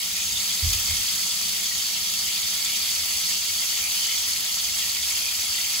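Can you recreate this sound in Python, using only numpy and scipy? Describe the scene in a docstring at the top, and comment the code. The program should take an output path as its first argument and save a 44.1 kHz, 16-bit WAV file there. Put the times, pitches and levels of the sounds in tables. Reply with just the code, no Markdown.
"""A mixer tap runs steadily into an empty bathtub, close to a hand-held stereo microphone.
The jet is random clicks: broad drop impacts and bubbles ringing in narrow bands, echoed by the tub walls.
Longer-ringing bubbles, short drop pings, bursts of spray and short swells of fizz stand out.
Noise drives the low modes of the tub shell, which drums softly under the stream.
Early on the hand bumps the microphone: dull decaying tones with a rubbing rumble, and one tick of the case."""
import sys
import numpy as np
from scipy import signal
from scipy.fft import rfft, irfft, next_fast_len
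from scipy.io import wavfile

SR = 44100
rng = np.random.default_rng(int(sys.argv[2]) if len(sys.argv) > 2 else 0)


def wrap_up_sound(samples):
    """Save the sound to the file named by the first command line argument, as 16-bit audio."""
    columns = np.atleast_2d(samples).T
    # keep every value between -1 and 1, then stretch to whole-number steps
    tamed = np.clip(columns, -1, 1)
    steps = np.round(tamed * 32767).astype(np.int16)
    wavfile.write(sys.argv[1], SR, steps)


N = 255780  # length of the scene in samples
TIME = np.arange(N) / SR  # s
FFT_SIZE = next_fast_len(N + SR // 2)  # leaves room for half a second of echoes
BIN_HZ = np.maximum(np.arange(FFT_SIZE // 2 + 1) * SR / FFT_SIZE, 1)
# edges and middles of the bands in which the bubbles ring (Hz)
BAND_EDGES = np.concatenate([[150, 700, 1300], np.geomspace(1900, 17000, 14)])
BAND_HZ = np.sqrt(BAND_EDGES[1:] * BAND_EDGES[:-1])
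# turns one signal into the opposite-sided part of left and right
LEFT_RIGHT = np.array([[1], [-1]])


def from_db(db):
    """Turn decibels into a gain."""
    return 10 ** (np.asarray(db) / 20)


def rms_one(x):
    """Scale to an rms (average strength) of 1."""
    return x / np.sqrt(np.mean(x ** 2) + 1e-20)


def at_hz(points, hz):
    """Read a table between its points, with frequency on a log axis."""
    f, value = np.transpose(points)
    return np.interp(np.log(hz), np.log(f), value)


def flutter(per_s):
    """Random ups and downs around 0, with per_s new random values a second joined by straight lines."""
    knots = rng.standard_normal(4096)
    return np.interp(TIME * per_s, np.arange(len(knots)), rms_one(knots))


def band_pass(x, order, low_hz, high_hz):
    """Keep what lies between two frequencies."""
    return signal.sosfilt(signal.butter(order, [low_hz, high_hz], "band", fs=SR, output="sos"), x)


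def resonate(x, hz, width_hz):
    """Ring at one frequency, as a two-pole resonance with gain 1 on top."""
    r = np.exp(-np.pi * width_hz / SR)
    top = np.array([1, 0, -1]) * (1 - r * r) / 2
    bottom = [1, -2 * r * np.cos(2 * np.pi * hz / SR), r * r]
    return signal.lfilter(top, bottom, x + 1e-18)


def grains(spread_db, largest, count):
    """Clicks at random moments, many small and a few large; rms 1."""
    when, size, sign = rng.random((count, 3)).T
    loudness_db = spread_db * np.minimum(-np.log(1 - size), largest)
    height = from_db(loudness_db) * np.sign(sign - .5)
    return rms_one(np.bincount((when * N).astype(int), height, N))


def splash_spot(levels, surge_db, patchy_db):
    """One patch of the splash: broad drop impacts, and bubbles that come in clumps and ring in narrow bands."""
    # strength of the bubbles differs most around 2.8 kHz, less below and above: f/Hz, spread/dB
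    uneven = [(1000, 4), (2800, 6), (4800, 4.5), (8000, 3.5)]
    impacts = grains(spread_db=3.8, largest=5.3, count=12000)
    out = 0
    for low, high, hz, level in zip(BAND_EDGES, BAND_EDGES[1:], BAND_HZ, levels):
        clumps = from_db(patchy_db * flutter(per_s=30))
        bubbles = grains(spread_db=at_hz(uneven, hz), largest=5.457, count=5500) * clumps
        # share of bubbles in the mix; impacts make up the rest: f/Hz, share 0-1
        share = np.clip(at_hz([(1000, 0.997), (3000, 0.59), (5000, 0.722), (11000, 0.748)], hz), 0, 1)
        mix = np.sqrt(share) * bubbles + np.sqrt(1 - share) * impacts
        out = out + band_pass(level * mix, 2, low, high)
    return out * from_db(surge_db)


def stream_levels():
    """Gain in time of each band: it follows the flow and wanders together with its neighbours."""
    # swing of the stream's strength, before each band takes its share: t/s, level/dB
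    flow = [(0, -1), (.4, -0.1), (.72, 0.65), (1.15, 0), (1.85, -.5), (2.7, .5), (2.92, -0.51),
            (3.15, 0.37), (4.15, 0.31), (4.4, -0.34), (4.8, 0.06), (5.05, -0.56), (5.8, 0.16)]
    # how bubbles of each size answer: f/Hz, share of the flow's swing, chance wander/dB
    response = [(1510, 0.226, 0.38), (2200, 1, 1.14), (4500, 1, .5), (10000, 0.81, 0.31)]
    flow_db = np.interp(TIME, *np.transpose(flow))
    hz, *columns = np.transpose(response)
    follows, wander_db = [np.interp(np.log(BAND_HZ), np.log(hz), c) for c in columns]
    # one chance per band edge, so that neighbouring bands share one
    chance = [flutter(per_s=7) for _ in BAND_EDGES]
    levels = []
    for follow, wander, below, above in zip(follows, wander_db, chance, chance[1:]):
        wandering_db = wander * (below + above) / np.sqrt(2)
        levels.append(from_db(follow * flow_db + wandering_db))
    return levels


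def plinks(spread_db, cycles, glide, count=900):
    """Single bubbles ring on above the hiss, each rising a little in pitch as it nears the surface."""
    age, out = TIME[:SR // 12], np.zeros(N + SR)
    for when, pitch, size, length in rng.random((count, 4)):
        hz = 1800 * 4 ** pitch  # starting pitch, spread over two octaves
        life = cycles * (.5 + length) / hz  # time to fall by 60 dB (s)
        phase = 2 * np.pi * hz * age * (1 + glide * age / life)
        ring = np.sin(phase) * np.exp(-np.log(1000) * age / life)
        at = int(when * N)
        out[at:at + len(age)] += from_db(spread_db * min(-np.log(1 - size), 4)) * ring
    return from_db(-40.5) * rms_one(out[:N])


def patter():
    """Heavier drops, a few hundred a second, land a little left or right and ring the tub floor briefly."""
    # short rings of the tub floor: f/Hz, width/Hz, relative level/dB
    floor_rings = [(3250, 330, -4), (4520, 240, 0), (4770, 260, -2), (6300, 600, -10)]
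    drops = grains(spread_db=2.4, largest=3.5, count=1800)
    drops = drops * (1 + .5 * rng.standard_normal(N) * LEFT_RIGHT)
    return rms_one(sum(from_db(db) * resonate(drops, hz, width) for hz, width, db in floor_rings))


def splats(decay_s):
    """A larger lump of water lands as a brief burst of spray: noise that dies away."""
    # single loud landings: t/s, level before the splash colour/dB
    landings = [(0.166, -20), (0.7027, -18), (0.7321, -13), (0.8743, -18), (0.9079, -18), (0.9671, -19),
                (2.6478, -18), (4.789, -19)]
    out = np.zeros(N)
    for s, db in landings:
        age = TIME[:SR // 20]
        burst = rng.standard_normal(len(age)) * np.exp(-age / decay_s)
        out[int(s * SR):int(s * SR) + len(age)] += from_db(db) * burst
    return out


def tub_echoes(tub_t60, room_t60, room_db):
    """Response at each port: dense quick echoes of the tub walls, then the tiled room, as fading noise."""
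    t = TIME[:SR // 2]
    tub_decay = from_db(-60 * t / tub_t60)
    room_decay = from_db(room_db - 60 * t / room_t60)
    # the first echo takes a moment to return
    echoes = rng.standard_normal((2, len(t))) * np.hypot(tub_decay, room_decay) * (t > .0008)
    return rfft(echoes / np.sqrt(np.sum(echoes ** 2, axis=1, keepdims=True)), FFT_SIZE)


def at_ports(sources):
    """Each source arrives straight, out of step between the ports, and again by its own echoes."""
    # colour of the splash: f/Hz, relative level/dB
    colour = [(300, -23.5), (800, -15), (1220, -12.5), (1500, -16), (1800, -10.5), (2100, -6), (2650, -5),
              (3200, 1.2), (3950, -1.05), (4600, 0.5), (6100, 2.02), (7000, -0.5), (11000, -4),
              (15500, -6.5)]
    # share of the splash power that arrives straight, alike at both ports: f/Hz, share 0-1
    alike_share = [(200, .7), (500, .25), (2000, .3), (3200, .38), (4500, .45), (5400, .35), (6900, .35),
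                   (8000, .65), (9000, .96), (15000, .96)]
    # phase by which the left port leads: f/Hz, phase/radians
    port_phase = [(200, 0), (3200, .7), (4500, .4), (4950, .9), (5500, 3.2), (6300, 5.9), (6900, 6.6),
                  (9080, 3.14), (15500, -6.28)]
    alike = np.clip(at_hz(alike_share, BIN_HZ), 0, 1)
    lead = np.interp(BIN_HZ, *np.transpose(port_phase))
    straight = np.sqrt(alike) * np.exp(-1j * lead * np.array([[0], [1]]))
    heard = 0
    for x in sources:
        echoes = tub_echoes(tub_t60=.08, room_t60=.4, room_db=-16)
        heard = heard + rfft(x, FFT_SIZE) * (straight + np.sqrt(1 - alike) * echoes)
    colour_gain = rms_one(from_db(at_hz(colour, BIN_HZ)))
    return irfft(heard * colour_gain, FFT_SIZE)[:, :N]


def water(count=5):
    """Several patches of splash surge together with the jet and ring in the hollows of the tub."""
    # resonances of the splash in the tub: f/Hz, width/Hz, level over the hiss at full nearness/dB
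    hollows = [(682, 25, -4.5), (1300, 50, -3.3), (1680, 30, -5.3), (2205, 25, -11.0), (2330, 25, -12.5),
               (2498, 30, -2.2), (2720, 22, 1.0), (2930, 18, -8.4), (3138, 22, -3.9), (3339, 40, -7.8),
               (3398, 20, -3.7), (3534, 20, -2.7), (4250, 70, -5.4), (4470, 60, -1.0), (4650, 400, -8.3),
               (4783, 22, -5.5), (6135, 40, -11.7), (6478, 25, -11.5)]
    # the microphone moves in over the tub, and resonances and patter come up: t/s, strength 0-1
    nearness = [(0, 0.43), (.25, 0.4), (.5, 1), (1, 0.99), (5.8, 1)]
    surge_db = .4 * flutter(per_s=10) + .35 * flutter(per_s=35) + .45 * flutter(per_s=140)
    near = np.interp(TIME, *np.transpose(nearness))
    levels = stream_levels()
    spot_gain = from_db(-24.5) / np.sqrt(count)  # shares the splash level among the patches
    spots = [spot_gain * splash_spot(levels, surge_db, patchy_db=1.3) for _ in range(count)]
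    bubbles = plinks(spread_db=2.6, cycles=100, glide=.015)
    hiss = at_ports(spots + [splats(decay_s=0.003), bubbles])
    rings = sum(from_db(db) * resonate(hiss, hz, width) for hz, width, db in hollows)
    return hiss + near * (rings + from_db(-37.0) * patter())


def shell(side_db):
    """The jet drums on the tub floor and keeps its low modes ringing: noise through resonances."""
    # modes of the tub shell: f/Hz, width/Hz, relative level/dB
    shell_modes = [(53.3, 6.8, -13.5), (78.5, 19.4, -0.5), (135.7, 6, -16.5), (176.75, 12.1, -6.5),
                   (194.85, 6.1, -9), (223.5, 5.2, -26), (368.2, 10.6, -15), (414, 35.4, -15)]
    # the microphone drifts through the tub's standing waves: t/s, deep modes/dB, upper modes/dB
    drumming = [(0, 2, 6.5), (1.3, 2.5, 6.5), (2.6, 2.5, 2.5), (3.8, 3, 1.5), (5.8, 3, -0.5)]
    push = rng.standard_normal(N) + from_db(side_db) * rng.standard_normal(N) * LEFT_RIGHT
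    # the two deepest modes fade and grow together, and so do the upper ones
    s, *columns = np.transpose(drumming)
    deep, upper = [np.interp(TIME, s, from_db(c)) for c in columns]
    drum = 0
    for hz, width, db in shell_modes:
        strength = deep if hz < 110 else upper
        drum = drum + from_db(db) * strength * rms_one(resonate(push, hz, width))
    return from_db(-51.5) * rms_one(band_pass(drum, 2, 42, 450))


def fizz_swells(side_db):
    """Short swells of fizz around one pitch: random clicks through two resonances in a row."""
    # the early 6.6 kHz one is a brighter opening, with the microphone elsewhere:
    # t at the middle/s, level/dB, f/Hz, length of the swell (bell-curve spread)/s
    swell_list = [(0.2, -35.5, 2470, 0.034), (0.25, -32, 6620, .06), (0.363, -32.5, 3600, .03),
                  (0.523, -35, 3350, 0.031), (.91, -39, 2160, .03), (2.72, -41, 2300, 0.092),
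                  (3.85, -36, 2410, 0.0257), (4.069, -33, 3050, 0.073), (4.123, -38, 2150, 0.032),
                  (5.262, -37, 2466, 0.045)]
    out = np.zeros((2, N))
    mid, side = [grains(spread_db=3.5, largest=4.6, count=5000) for _ in range(2)]
    fizz = mid + from_db(side_db) * side * LEFT_RIGHT
    for s, db, hz, length in swell_list:
        width = .09 * hz  # width of each resonance (Hz)
        span = slice(max(int((s - .25) * SR), 0), int((s + .25) * SR))
        pitched = rms_one(resonate(resonate(fizz[:, span], hz, width), hz, width))
        out[:, span] += from_db(db) * pitched * np.exp(-((TIME[span] - s) / length) ** 2 / 2)
    return out


def swell(age, rise_s, t60_s):
    """Envelope that rises, then dies away by 60 dB in t60_s."""
    rise = np.sqrt(np.minimum(age / rise_s, 1))
    return rise * from_db(-60 * np.maximum(age - rise_s, 0) / t60_s)


def bumps(pan_db, rub_db, rub_hz):
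    """Each shift of the grip gives the same dull thud, and a longer rumble of skin rubbing on the case."""
    # bumps of the hand on the microphone: t/s, level before panning/dB
    grip_shifts = [(.235, -45), (.3, -44), (0.624, -20.5), (.88, -33)]
    rub = rms_one(band_pass(rng.standard_normal(N), 3, 35, rub_hz))
    out = 0
    for s, db in grip_shifts:
        age = np.maximum(TIME - s, 0)
        thud = swell(age, rise_s=0.0258, t60_s=0.174) * np.sin(2 * np.pi * 79.1 * age)
        rumble = from_db(rub_db) * swell(age, rise_s=0.048, t60_s=.42) * rub
        out = out + from_db(db) * (thud + rumble)
    return out * from_db(np.array([[.5], [-.5]]) * pan_db)


def case_tick():
    """The case ticks once as the grip tightens: a small, quickly damped tone."""
    # t/s, level/dB, f/Hz, time to fall by 60 dB/s
    case_knock = (1, -36.5, 328.5, 0.0028)
    s, db, hz, t60 = case_knock
    age = np.maximum(TIME - s, 0)
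    return from_db(db) * swell(age, rise_s=.001, t60_s=t60) * np.sin(2 * np.pi * hz * age)


def scene():
    """Add up splash, swells of fizz, drumming tub and handling."""
    handling = bumps(pan_db=-3.5, rub_db=-5.5, rub_hz=104.4) + case_tick()
    return water() + fizz_swells(side_db=-4.5) + shell(side_db=-11.5) + handling


def record(dry):
    """The microphone drops the deepest rumble; the top is cut steeply."""
    thinned = signal.sosfilt(signal.butter(3, 30, "high", fs=SR, output="sos"), dry)
    return signal.sosfilt(signal.ellip(10, .2, 80, 15650, fs=SR, output="sos"), thinned)


dry = scene()
out = record(dry)
wrap_up_sound(out)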